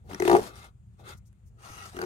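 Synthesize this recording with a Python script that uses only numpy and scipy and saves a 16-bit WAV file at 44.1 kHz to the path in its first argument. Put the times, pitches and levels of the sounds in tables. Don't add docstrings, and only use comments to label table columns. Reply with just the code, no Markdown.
import sys
import numpy as np
from scipy import signal
from scipy.fft import rfft, irfft, next_fast_len
from scipy.io import wavfile
from scipy.ndimage import uniform_filter1d, map_coordinates

SR = 44100
rng = np.random.default_rng(int(sys.argv[2]) if len(sys.argv) > 2 else 0)


def generate_wav(sig):
    pcm = np.round(np.clip(np.atleast_2d(sig).T, -1, 1) * 32767).astype(np.int16)
    wavfile.write(sys.argv[1], SR, pcm)


def voltage_ratio(decibels):
    exponent = np.asarray(decibels, float) / 20
    return 10 ** exponent


N = 90405
PORTS = np.array([[.5], [-.5]])


def unit(x):
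    return x / np.sqrt(np.mean(x ** 2) + 1e-20)


def along(points, hz):
    point_hz, value = np.transpose(points)
    return np.interp(np.log(hz + 1), np.log(point_hz + 1), value)


def shape(points):
    return lambda hz: voltage_ratio(along(points, hz))


def wobble(rate):
    knots = rng.standard_normal(int(N * rate / SR) + 4)
    return map_coordinates(knots, [np.arange(N) * rate / SR])


def filtered(x, response):
    m = next_fast_len(N + SR // 2)
    return irfft(rfft(x, m) * response(np.fft.rfftfreq(m, 1 / SR)), m)[..., :N]


def rush(gain, alike, patchy_db):
    z = signal.stft(rng.standard_normal((2, N)), nperseg=512)[2]
    field = rng.standard_normal(z.shape[1:])
    field = uniform_filter1d(uniform_filter1d(field, 4, 0), 8, 1)
    pair = signal.istft(z * voltage_ratio(patchy_db * unit(field)), nperseg=512)[1][:, :N]

    def mid_side(hz):
        turn = np.arccos(np.clip(along(alike, hz), -1, 1)) / 2
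        return gain(hz) * [np.cos(turn), np.sin(turn)]

    mid, side = filtered(pair, mid_side)
    return unit(np.array([mid + side, mid - side]))


def ring(modes, t, scatter):
    total = 0
    for (hz, db, t60, rise, pan_db, swing), extra_db in zip(modes, scatter):
        decay = voltage_ratio(db + extra_db + PORTS * pan_db - 60 * t / t60)
        total = total + swing * decay * (1 - np.exp(-t / rise)) * np.sin(2 * np.pi * hz * t)
    return total


# frequency in Hz, level in dB, t60 in seconds, rise in seconds,
# left over right in dB, swing at the start (sign, no unit).
AIR_MODES = [(115, -22, .1, .004, 0, 1), (200, -14, .06, .002, 2, 1), (285, -10, .035, .002, 0, 1),
             (352, 0, .075, .003, 2.5, 1), (420, -3, .07, .003, -5, -1), (610, -11, .035, .0012, -4, 1)]
BOARD_MODES = [(730, -5, .022, .0012, -2, 1), (815, -4, .022, .0012, -1, 1), (910, -11, .04, .0013, 0, 1),
               (1190, -6, .016, .0008, -2, 1), (1430, -9, .014, .0007, -1, 1),
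               (1700, -12, .011, .0006, -2.5, 1), (2300, -16, .008, .0005, -2, 1)]
# frequency in Hz, level in dB.
TICK_SPECTRUM = [(800, -11.5), (1500, 12.5), (3000, -6.5), (6000, -6.5), (10000, -8.5), (16000, -16.5)]
# frequency in Hz, correlation (no unit).
SHELF_ALIKE = [(250, .85), (600, 0.23), (1500, 0.6), (5000, 0.077), (9000, 0.96), (16000, 0.33)]


def slips(rows, share_db):
    tick_s, boom_late_s, boom_level_db = 0.0012, .002, -2.5
    ping_level_db, ping_t60 = 6.5, 0.0079
    wood, ticks = np.zeros((2, N + SR)), np.zeros(N + SR)
    t = np.arange(SR // 8) / SR
    late = np.maximum(t - boom_late_s, 0)
    air_count = len(AIR_MODES)
    scatter_db = 2 * rng.standard_normal((len(rows), air_count + len(BOARD_MODES))) + share_db
    for (s, db, tick_db, boom_db, hz), mode_db in zip(rows, scatter_db):
        i = round(s * SR)
        if .37 < s < 1:
            mode_db[4] += 5
            mode_db[3] -= 5
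        pings = [(hz * k, tick_db + ping_level_db, ping_t60, .002, 0, 1) for k in (.96, 1.04)]
        knock = ring(BOARD_MODES + pings, t, [*mode_db[air_count:], 0, 0])
        boom = voltage_ratio(boom_level_db + boom_db) * ring(AIR_MODES, late, mode_db)
        wood[:, i:i + len(t)] -= voltage_ratio(db) * (knock + boom)
        ticks[i:i + len(t)] += voltage_ratio(db + tick_db) * (t / tick_s) ** 2 * np.exp(-t / tick_s)
    return wood[:, :N] + ticks[:N] * rush(shape(TICK_SPECTRUM), SHELF_ALIKE, patchy_db=4.5)


# start in seconds, peak in dB, tick in dB, boom in dB, tick pitch in Hz.
LONG_PUSH = [(.199, -25, -1, 6.5, 6073), (.221, -21.5, -2, 8, 2384), (.251, -23.5, -0.5, 8.5, 2370),
             (.277, -11.5, -5.5, 1, 2600), (.297, -7, -16, -3, 2520), (.314, -6, -19, -6, 4485),
             (.329, -7.5, -20.5, -1, 2700), (.34, -13.5, -18, 3, 3580), (.35, -4.5, -22, -8.5, 1980),
             (.357, -13.5, -19, -1.5, 2300), (.365, -10.5, -15.5, -5, 1983), (.372, -26, -17, 7.5, 2475),
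             (.383, -31, -15.5, 15.5, 2400), (.394, -19, -26, -11, 2490)]
FIRST_NUDGES = [
    (.095, -47, -5.5, 1.5, 2964),
    (.111, -35.5, -6.5, 0.5, 2210),
    (.121, -42, -4.5, 0.5, 5183),
    (.132, -40.5, 4.5, 4, 3000),
    (.145, -35, 3, 3, 5610),
]
LAST_SHOVES = [
    (1.944, -47.5, -8, 9, 1950),
    (1.966, -35, -0.5, 7, 3030),
    (1.974, -43, -3.5, 6.5, 2040),
    (1.989, -36.5, -0.5, 8.5, 2830),
    (2.0, -42.5, -19, 7.5, 2000),
    (2.015, -34, 4.5, 2, 1480),
    (2.026, -31, -9, 7, 1990),
    (2.037, -32, -5.5, 5, 1530),
]
# level in dB, air modes first, then board modes.
PUSH_SHARE = [0.2, 0.65, 1.2, 1.5, 0.5, 0.33, 0.5, 0.5, 0.5, 0.5, 0.5, 0.5, 0.5]
# level in dB, in the same order.
NUDGE_SHARE = [-0.5, 16, 17.5, -3.5, -4.5, -4.5, -7, 0.5, 7, -3, -10, -3.5, -8.5]
# level in dB, in the same order.
SETTLE_SHARE = [-12, 5, 13.5, 1, -11.5, -3, -2, -9, -17, 3, 12, -1, 0]
# level in dB, in the same order.
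SHOVE_SHARE = [-5, 5, -2, 1, 5, -1.5, -6.5, 7, 6, 10, 21, -2, 19]


def pushes():
    first = slips(FIRST_NUDGES, NUDGE_SHARE) + slips(LONG_PUSH, PUSH_SHARE)
    return first + slips(LAST_SHOVES[:3], SETTLE_SHARE) + slips(LAST_SHOVES[3:], SHOVE_SHARE)


# time in seconds, pressure in dB, groan of the compartment in dB,
# singing of the cover in dB.
RUB_STROKES = [
    [(.03, -95.5, 18, 12), (.055, -82, 22, -9), (.085, -71.5, 12.5, 6), (.1, -55.5, 11, 1),
     (.15, -60.5, 6.5, 4.5), (.185, -60, 1.5, 3.5)],
    [(.27, -42, -5.5, -4), (.34, -44.5, 4.5, -36), (.41, -50.5, 11, -45), (.44, -47, 1.5, -20),
     (.48, -49.5, 2, -6), (.53, -69, 14.5, 10.5)],
    [(.56, -57, -1, -2.5), (.65, -57.5, -4.5, 2), (.69, -73, 10.5, 8), (.72, -99, 9, -1)],
    [(.97, -86.5, -5, -3), (.998, -68.5, 12.5, 4), (1.03, -74.5, 14, 5), (1.07, -58, 0, 6.5),
     (1.1, -49.5, -4.5, -4.5), (1.135, -60.5, 0.5, 9.5), (1.16, -72.5, -1.5, -10), (1.21, -96.5, 2, 7.5)],
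    [(1.56, -95.5, 19.5, 5), (1.59, -70.5, 2, 3.5), (1.62, -65, 3, 0.5), (1.65, -54.5, -9, -2.5),
     (1.76, -55, -6, 0.5), (1.785, -54.5, -4, 6), (1.84, -53, -8, 8), (1.87, -51.5, -7, -3.5),
     (1.915, -60.5, -8.5, -21), (1.96, -58, 8, 3)],
]
# frequency in Hz, level in dB.
PAPER_SPECTRUM = [(150, -41), (250, -22), (802, -5.5), (1640, -5.5), (2760, -12.5), (9170, -15.5),
                  (14500, -25.5), (15900, -35.5)]
# frequency in Hz, width in Hz, level in dB.
COVER_PEAKS = [(760, 73, -6.5), (1304, 370, 8.5), (2110, 130, 4.5), (2590, 200, -1.5), (3605, 1100, -4)]
# frequency in Hz, width in Hz, level in dB.
FLAT_COVER_PEAKS = [(810, 77, 2), (1300, 220, 7.5), (1930, 70, 1.5), (2160, 89, -3), (2620, 110, -3.5),
                    (2833, 110, 1.5), (4150, 67, -14.5), (6000, 490, -10.5)]
# frequency in Hz, level in dB.
GROAN_SPECTRUM = [(120, -28.5), (200, 3), (270, -7), (380, 2.5), (550, -4.5), (800, -4), (1300, -35)]


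def cover_song(peaks):
    def gain(f):
        return sum(voltage_ratio(db) / (1 + (2 * (f - centre) / width) ** 4) for centre, width, db in peaks)
    return rush(gain, SHELF_ALIKE, patchy_db=1)


def rub():
    rub_level_db, sing_level_db, groan_level_db = 3.5, -1.5, -3.5
    t = np.arange(N) / SR
    s, *columns = np.transpose(sum(RUB_STROKES, []))
    press_db, groan_db, sing_db = (np.interp(t, s, column) for column in columns)
    hollow = rush(shape(GROAN_SPECTRUM), SHELF_ALIKE, patchy_db=1.5)
    grain = voltage_ratio(1.6 * wobble(500) + .8 * wobble(60))
    paper = unit(rush(shape(PAPER_SPECTRUM), SHELF_ALIKE, patchy_db=2.5) * grain)
    song = np.where(t < 1.4, cover_song(COVER_PEAKS), cover_song(FLAT_COVER_PEAKS))
    song = unit(song * voltage_ratio(1.5 * wobble(120)))
    singing = voltage_ratio(sing_level_db + sing_db) * song
    groaning = voltage_ratio(groan_level_db + groan_db) * hollow
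    return voltage_ratio(press_db + rub_level_db) * (paper + singing + groaning)


BRUSH_STARTS = [.93, 1.165, 1.25, 1.452]
# length in seconds, level in dB.
FINGER_BRUSHES = [
    (.02, -83.5),
    (.03, -64.5),
    (.045, -69.5),
    (.05, -72),
]
# frequency in Hz, level in dB.
SKIN_SPECTRUM = [(2000, -28), (4500, 1), (6000, 10), (12000, 4.5), (15500, -1.5)]
TAP_STARTS = [1.329, 1.704, .419]
# thump in dB, click in dB.
FINGER_TAPS = [
    (-47, -62),
    (-24, -56.5),
    (-18.5, -67),
]
# frequency in Hz, level in dB.
THUMP_SPECTRUM = [(30, -4.5), (120, -11), (400, -17), (1000, -48)]


def fingers():
    t, sweep, thumps, clicks = np.arange(N) / SR, np.zeros(N), np.zeros(N), np.zeros(N)
    for s, (length, db) in zip(BRUSH_STARTS, FINGER_BRUSHES):
        sweep += voltage_ratio(db) * np.sin(np.pi * np.clip((t - s) / length, 0, 1))
    for s, (thump_db, click_db) in zip(TAP_STARTS, FINGER_TAPS):
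        thumps[round(s * SR)] = voltage_ratio(thump_db + 30)
        clicks += voltage_ratio(click_db - 60 * np.abs(t - s) / 0.00807) * (t > s)
    brushes = sweep * rush(shape(SKIN_SPECTRUM), SHELF_ALIKE, patchy_db=-0.5)
    clicks = clicks * rush(shape(PAPER_SPECTRUM), SHELF_ALIKE, patchy_db=6.5)
    return brushes - filtered(thumps, shape(THUMP_SPECTRUM)) + clicks


# frequency in Hz, t60 in seconds.
ROOM_T60 = [(300, 0.065), (1000, 0.18), (8000, 0.046)]


def room(x):
    hz, t, z = signal.stft(rng.standard_normal((2, SR // 2)), SR, nperseg=256)
    tail = signal.istft(z * voltage_ratio(-60 * t / along(ROOM_T60, hz)[:, None]), SR, nperseg=256)[1]
    delayed = np.pad(x, ((0, 0), (200, 0)))
    return signal.fftconvolve(delayed, tail / np.linalg.norm(tail[0]), axes=1)[:, :N]


# frequency in Hz, left ahead of right in radians.
PORT_LEAD = [(70, .2), (250, .65), (750, .6), (1050, 2.2), (1700, 3.3), (2800, 4.8), (5500, 5), (9000, 5.8),
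             (13000, 6.28)]


def to_ports(x, tilt):
    return filtered(x, lambda f: voltage_ratio(PORTS * along(tilt, f)) * np.exp(1j * PORTS * along(PORT_LEAD, f)))


# frequency in Hz, level in dB.
HUM_SPECTRUM = [(12, -60.5), (20, -42.5), (32, -33), (49, -4), (123, -3.5), (147, -13.5), (214, -16.5),
                (248, -40), (400, -35), (520, -74.5), (880, -120)]
# frequency in Hz, level in dB.
HISS_SPECTRUM = [(180, -26.5), (300, -6), (425, -14), (749, -17.5), (2300, -23), (5610, -36.5),
                 (7200, -24.5), (13000, -37), (15900, -43.5)]
# frequency in Hz, left over right in dB.
BACKGROUND_TILT = [(100, 1.5), (300, 5.5), (1000, 0), (5000, 7), (8000, 12.5), (11000, -3.5)]


def air():
    hum = unit(voltage_ratio(.7 * wobble(8)) * rush(shape(HUM_SPECTRUM), [(60, 0.92)], patchy_db=1))
    hiss = rush(shape(HISS_SPECTRUM), [(3000, 0.15)], patchy_db=1.6)
    return to_ports(voltage_ratio(-52) * hum + voltage_ratio(-77) * hiss, BACKGROUND_TILT)


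# frequency in Hz, left over right in dB.
SHELF_TILT = [(100, 1), (1100, 7.5), (2000, -1.5), (4600, 10), (7500, 6), (10000, -0.5)]


def scene():
    shelf = pushes() + rub() + fingers()
    shelf = shelf + voltage_ratio(-17) * room(shelf)
    return to_ports(shelf, SHELF_TILT) + air()


def top_cut(x):
    return signal.sosfilt(signal.butter(12, 16340, fs=SR, output="sos"), x)


# frequency in Hz, width in Hz, depth from 0 to 1.
TREBLE_NOTCHES = [(7710, 250, 1), (10300, 300, 1), (10700, 250, 0), (12800, 240, 0.4)]


def record(dry):
    def colour(f):
        gain = f < 15900
        for centre, width, depth in TREBLE_NOTCHES:
            gain = gain * (1 - np.clip(depth, 0, 1) / (1 + (2 * (f - centre) / width) ** 2))
        return gain

    return top_cut(filtered(dry, colour))


dry = scene()
out = record(dry)
generate_wav(out)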